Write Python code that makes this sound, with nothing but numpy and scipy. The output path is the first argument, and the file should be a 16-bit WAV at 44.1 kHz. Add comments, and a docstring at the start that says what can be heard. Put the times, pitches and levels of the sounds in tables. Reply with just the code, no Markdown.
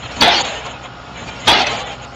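"""A diesel hammer strikes a steel pile twice: steel modes ring, with a noise crack and a low thud.
Hammer and lattice clatter in surges that stop short, as many small resonators knocked at random
over a noise roar; a lighter rattle runs up to each blow. An idling engine adds steady tones
and chuffing noise, a low noise rumble swells and sinks, and a narrow band of treble hiss flickers.
A small microphone dulls it all, and the blows overload it."""
import sys
import numpy as np
from scipy import signal
from scipy.fft import rfft, irfft
from scipy.io import wavfile

SR = 44100
rng = np.random.default_rng(int(sys.argv[2]) if len(sys.argv) > 2 else 0)


def file_out(sig):
    """Save sig as 16-bit WAV at sys.argv[1]."""
    # one column per channel
    cols = np.atleast_2d(sig).T
    # limit, then scale
    lim = np.clip(cols, -1, 1)
    pcm = np.round(lim * 32767).astype(np.int16)
    wavfile.write(sys.argv[1], SR, pcm)


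def ratio_of_db(decibels):
    """Turn decibels (scalar or array-like) into linear amplitude factors; 0 dB maps to 1."""
    return 10 ** (np.asarray(decibels, float) / 20)


N = 94815  # length in samples


def evened(x):
    """Scales a sound to rms 1."""
    return x / np.sqrt(np.mean(x ** 2) + 1e-20)


def read(points, hz):
    """Reads a table over frequency, straight lines on a log frequency axis."""
    f, value = np.transpose(points)
    return np.interp(np.log(hz + 1), np.log(f + 1), value)


def along(curve):
    """Draws a table over time as straight lines, one value per sample."""
    s, value = np.transpose(curve)
    return np.interp(np.arange(N) / SR, s, value)


def coloured(x, spectrum):
    """Filters x by a spectrum in dB per Hz, then sets it to rms 1."""
    gain = ratio_of_db(read(spectrum, np.fft.rfftfreq(len(x), 1 / SR)))
    return evened(irfft(rfft(x) * gain, len(x)))


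def wander(rate_hz, count):
    """Slow random curves, rms 1: noise that falls away above rate_hz."""
    z = rfft(rng.standard_normal((count, N)))
    z = z / (1 + (np.fft.rfftfreq(N, 1 / SR) / rate_hz) ** 4)
    return evened(irfft(z, N))


# Clatter before, between and after the blows: start_s [s], level_db [dB, before BOOST_DB],
# treble_db [dB, treble against the rest; TREBLE_USUAL_DB leaves the colour as it is]
CLATTER_LEVELS = [
    [(0.0, -38, -29), (0.054, -31.5, -23), (0.064, -29, -38), (0.082, -39, -12), (0.102, -32, -33),
     (0.114, -31.5, -8), (0.158, -37.5, -8), (0.164, -32, -8), (0.202, -32, -12), (0.212, -21, 9)],
    [(0.218, -10.5, -14), (0.3, -14, -14), (0.354, -17.5, -3), (0.416, -20.5, -10.5), (0.43, -29.5, -19),
     (0.454, -23, -12.5), (0.64, -35, -17), (0.668, -28.5, -7), (0.692, -32, -42), (0.808, -44, -9),
     (0.86, -31.5, -35), (0.88, -44, -21), (1.142, -42.5, -12), (1.16, -35, -26), (1.236, -34, -26),
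     (1.25, -39.5, -10), (1.296, -30.5, -8), (1.306, -36, -21), (1.38, -35.5, -6), (1.43, -35.5, -20),
     (1.468, -29, -5), (1.472, -19, -4)],
    [(1.479, -9.5, -10), (1.485, -10.5, -10.5), (1.583, -17.5, -7.5), (1.617, -17.5, -3),
     (1.657, -23.5, -18.5), (1.671, -19.5, -2.5), (1.685, -22.5, -14), (1.757, -25.5, -7.5),
     (1.779, -26.5, -27), (1.795, -26.5, -6), (1.851, -35, -18.5), (1.877, -30.5, -33), (1.927, -31, -10),
     (1.975, -45, -15), (2.045, -33.5, -21), (2.091, -48, -2), (2.123, -44, -9), (2.15, -41.5, -24)],
]
# Colour of hard clatter, and of the crack of a blow: pitch_hz [Hz], level_db [dB per Hz]
HARD_COLOUR = [(120, -43), (200, -12.5), (563, -10.5), (620, -9.5), (774, -2.5), (983, -8.5), (1030, -12),
               (2360, -9.5), (2900, -12), (3460, -7), (4840, -18.5), (5240, -23.5), (5850, -24),
               (9000, -67.5), (11700, -79), (19800, -120)]
# Colour of light rattle: pitch_hz [Hz], level_db [dB per Hz]
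LIGHT_COLOUR = [(180, -40), (300, -11.5), (327, -19), (473, -5), (647, -3), (790, -3.5), (1020, -8),
                (1500, -11.5), (3100, -7.5), (4740, -20.5), (5240, -23), (6970, -30), (9000, -43.5),
                (11700, -85), (19800, -120)]
# Distinct ringing against unpitched roar: pitch_hz [Hz], ringing_share [0-1 of the power]
RINGING_SHARE = [(300, 0.34), (1200, 0.36), (2500, 0.46), (4000, 0.42), (5000, 0.76), (6200, 0.75),
                 (6600, 0)]
LIGHT_DB, HARD_DB, BOOST_DB = -27, -16, 3  # table levels where the colour is all light, all hard
TREBLE_FROM_HZ, TREBLE_USUAL_DB = 4250, -12  # above this the treble follows its own level
PARTS, LOW_HZ, HIGH_HZ = 220, 200, 8800
KNOCKS_PER_S, KNOCK_SPREAD_DB = 9, 5  # knocks on each part
POLE_T60_S = 0.081  # decay of each of a part's two resonators


def knocked_parts():
    """Loose steel parts, each knocked at random; two equal resonators in a row make each ring."""
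    rings = np.zeros(N)
    r = ratio_of_db(-60 / POLE_T60_S / SR)
    for k in range(PARTS):
        hz = LOW_HZ + (HIGH_HZ - LOW_HZ) * (k + rng.random()) / PARTS
        luck = rng.random(N)
        hit = luck < KNOCKS_PER_S / SR
        # the rarer the draw, the harder the knock
        rarity = np.maximum(luck[hit] * SR / KNOCKS_PER_S, .02)
        knocks = np.zeros(N)
        knocks[hit] = ratio_of_db(-KNOCK_SPREAD_DB * np.log(rarity))
        turn = 2 * np.pi * hz / SR
        pole = [1, -2 * r * np.cos(turn), r * r]
        ring = signal.lfilter([1], pole, signal.lfilter([1], pole, knocks))
        rings += ring * np.sin(turn) ** 2  # evens low and high parts
    return rings


def clatter():
    """Hammer and lattice: knocked parts ring briefly over a roar, harder in colour when loud."""
    hz = np.fft.rfftfreq(N, 1 / SR)
    share = np.clip(read(RINGING_SHARE, hz), 0, 1)
    # the rings fill only the range up to HIGH_HZ, so match their density to the noise
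    ringing = np.sqrt(share * HIGH_HZ / hz[-1]) * rfft(evened(knocked_parts()))
    roar = np.sqrt(1 - share) * rfft(rng.standard_normal(N))
    raw = irfft(ringing + roar, N)

    rows = np.vstack(CLATTER_LEVELS)
    level_db, treble_db = along(rows[:, :2]), along(rows[:, ::2])
    hard = np.clip((level_db - LIGHT_DB) / (HARD_DB - LIGHT_DB), 0, 1)
    mix = hard * coloured(raw, HARD_COLOUR) + (1 - hard) * coloured(raw, LIGHT_COLOUR)
    treble = irfft(rfft(mix) * (hz > TREBLE_FROM_HZ), N)
    body = mix - treble
    return ratio_of_db(level_db + BOOST_DB) * (body + ratio_of_db(treble_db - TREBLE_USUAL_DB) * treble)


# Flickering treble band: start_s [s], level_db [dB rms]
FLICKER_LEVELS = [(0.0, -46), (0.15, -49), (0.17, -37), (0.3, -51), (0.35, -51), (0.38, -35), (0.39, -38),
                  (0.41, -24), (0.42, -27), (0.44, -62), (0.45, -34.5), (0.6, -43), (0.62, -59),
                  (0.66, -40), (0.69, -50), (0.72, -39), (0.74, -56), (0.81, -61), (0.84, -43.5),
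                  (0.89, -60.5), (1.14, -57), (1.18, -43.5), (1.36, -51.5), (1.38, -69), (1.4, -39),
                  (1.44, -46.5), (1.48, -35), (1.53, -71), (1.62, -44), (1.63, -50), (1.65, -78),
                  (1.66, -57), (1.72, -36), (1.75, -50), (1.77, -37.5), (1.83, -45), (1.84, -67),
                  (1.87, -40.5), (2.01, -60), (2.02, -47), (2.05, -42), (2.06, -70), (2.13, -58),
                  (2.15, -47.5)]
FLICKER_HZ, FLICKER_WIDTH_HZ = 6817, 1000  # centre and full width


def flicker():
    """A sharp-edged band of noise in the treble comes and goes."""
    offset_hz = abs(np.fft.rfftfreq(N, 1 / SR) - FLICKER_HZ)
    band = rfft(rng.standard_normal(N)) * (offset_hz < FLICKER_WIDTH_HZ / 2)
    return ratio_of_db(along(FLICKER_LEVELS)) * evened(irfft(band, N))


# Multiples of the firing rate: multiple [-], level_db [dB rms]
FIRING_ORDERS = [(1, -45.5), (2, -44.5), (3, -66.5), (4, -49.5)]
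# Gear whines: pitch_hz [Hz], level_db [dB rms]
GEAR_WHINES = [(712, -48.5), (1258, -50), (1426, -47.5), (2853, -59.5), (5450, -62)]
# Colour of the engine roar: pitch_hz [Hz], level_db [dB per Hz]
ROAR_COLOUR = [(15, -56), (25, -24), (48, 0.5), (92, -2), (120, 3), (254, -3.5), (315, -5.5), (1410, -4.5),
               (2020, -20.5), (5440, -21), (8000, -62), (10400, -76), (17600, -120)]
FIRING_HZ, ROAR_DB = 63.24, -36.5
WAVER, CHUFF = .006, 0.19  # rms share of speed that wanders, depth of the chuff


def engine():
    """Firing tones and gear whines waver with engine speed; noise chuffs with each firing."""
    t = np.cumsum(1 + WAVER * wander(2.92, count=1)[0]) / SR  # time as the engine turns
    lines = [(k * FIRING_HZ, db) for k, db in FIRING_ORDERS] + GEAR_WHINES
    tones = sum(np.sqrt(2) * ratio_of_db(db) * np.sin(2 * np.pi * (hz * t + rng.random()))
                for hz, db in lines)
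    chuffs = 1 + CHUFF * np.sin(2 * np.pi * FIRING_HZ * t)
    roar = coloured(rng.standard_normal(N) * chuffs, ROAR_COLOUR)
    return tones + ratio_of_db(ROAR_DB) * roar


# Low rumble: start_s [s], level_db [dB, before RUMBLE_DB]
RUMBLE_LEVELS = [(0.0, -48), (0.06, -26.5), (0.08, -44.5), (0.22, -18.5), (0.36, -35.5), (0.37, -33.5),
                 (0.81, -45), (0.84, -65), (1.06, -51), (1.2, -28.5), (1.41, -39), (1.48, -21),
                 (1.53, -19.5), (1.54, -39), (1.78, -28), (1.81, -42.5), (2.11, -52), (2.15, -64)]
# Colour of the rumble: pitch_hz [Hz], level_db [dB per Hz]
RUMBLE_SPECTRUM = [(10, -30), (25, -21), (60, -2.5), (150, -2), (280, -4), (400, -26), (800, -53)]
RUMBLE_DB = -5.5  # added to every rumble level


def rumble():
    """Low noise swells and sinks."""
    noise = coloured(rng.standard_normal(N), RUMBLE_SPECTRUM)
    return ratio_of_db(along(RUMBLE_LEVELS) + RUMBLE_DB) * noise


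# Hammer blows: start_s [s], strength_db [dB, added to ring, thud and crack]
HAMMER_BLOWS = [(.216, -17.5), (1.4766, -17)]
# Modes of the ringing steel: pitch_hz [Hz], level_db [dB, before blow strength], t60_s [s]
STEEL_MODES = [(809, -5, 1.82), (765, -15.5, 0.26), (822, -4, .3), (833, -0.5, 0.4), (941, 3, 0.48),
               (1666, -13, .3), (2365, -10.5, .25), (2480, -22, 0.56), (2744, -21, 0.66),
               (2960, -14.5, 0.61), (3060, -43, 0.4), (3377, 16.5, 0.17), (3430, -17.5, 0.45),
               (3280, -26, 0.68), (3820, -18, 0.35), (4900, -55.5, 0.29), (5940, 7.5, 0.1)]
# Colour of the thud: pitch_hz [Hz], level_db [dB per Hz]
THUD_COLOUR = [(60, -21), (120, 2), (250, 10), (500, 2), (900, 34), (2000, -55.5)]
THUD_DB, THUD_T60_S = -5.5, 0.45
CRACK_DB, CRACK_T60_S = 4.5, 0.074
SWELL_S = 0.014  # time constant as ring and thud build
BEAT_HZ, BEAT_DEPTH = 23, .3  # the ring wobbles at random as close modes beat


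def blows():
    """Each blow rings the same decaying steel modes, with a short noise crack and a low thud."""
    out, t = np.zeros(N), np.arange(N) / SR
    for start_s, strength_db in HAMMER_BLOWS:
        u = np.maximum(t - start_s, 0)  # time since the blow
        beats = 1 + BEAT_DEPTH * wander(BEAT_HZ, count=len(STEEL_MODES))
        phases = rng.random(len(STEEL_MODES))
        ring = sum(ratio_of_db(db - 60 * u / t60) * beat * np.sin(2 * np.pi * (hz * u + phase))
                   for (hz, db, t60), beat, phase in zip(STEEL_MODES, beats, phases))
        thud_noise = coloured(rng.standard_normal(N), THUD_COLOUR)
        thud = ratio_of_db(THUD_DB - 60 * u / THUD_T60_S) * thud_noise
        crack_noise = coloured(rng.standard_normal(N), HARD_COLOUR) * (t >= start_s)
        crack = ratio_of_db(CRACK_DB - 60 * u / CRACK_T60_S) * crack_noise
        swell = 1 - np.exp(-u / SWELL_S)
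        out += ratio_of_db(strength_db) * (swell * (ring + thud) + crack)
    return out


def scene():
    """All sources summed into one channel."""
    return (clatter() + flicker() + engine() + rumble() + blows())[None]


def top_cut(x):
    """Nothing passes above the cut-off."""
    return signal.sosfilt(signal.butter(12, 15730, fs=SR, output="sos"), x)


MIC_HZ = 8600  # top of the microphone's band
CLIP_DB, KNEE = -2.7, 30  # overload ceiling; a higher knee bends more sharply


def record(dry):
    """The microphone's low-pass band, then overload that flattens peaks with a hard knee."""
    mic = signal.firwin(301, MIC_HZ, window=("kaiser", 9), fs=SR)
    heard = signal.oaconvolve(dry, mic[None], "same")
    overloaded = heard / (1 + np.abs(heard / ratio_of_db(CLIP_DB)) ** KNEE) ** (1 / KNEE)
    return top_cut(overloaded)


dry = scene()
out = record(dry)
file_out(out)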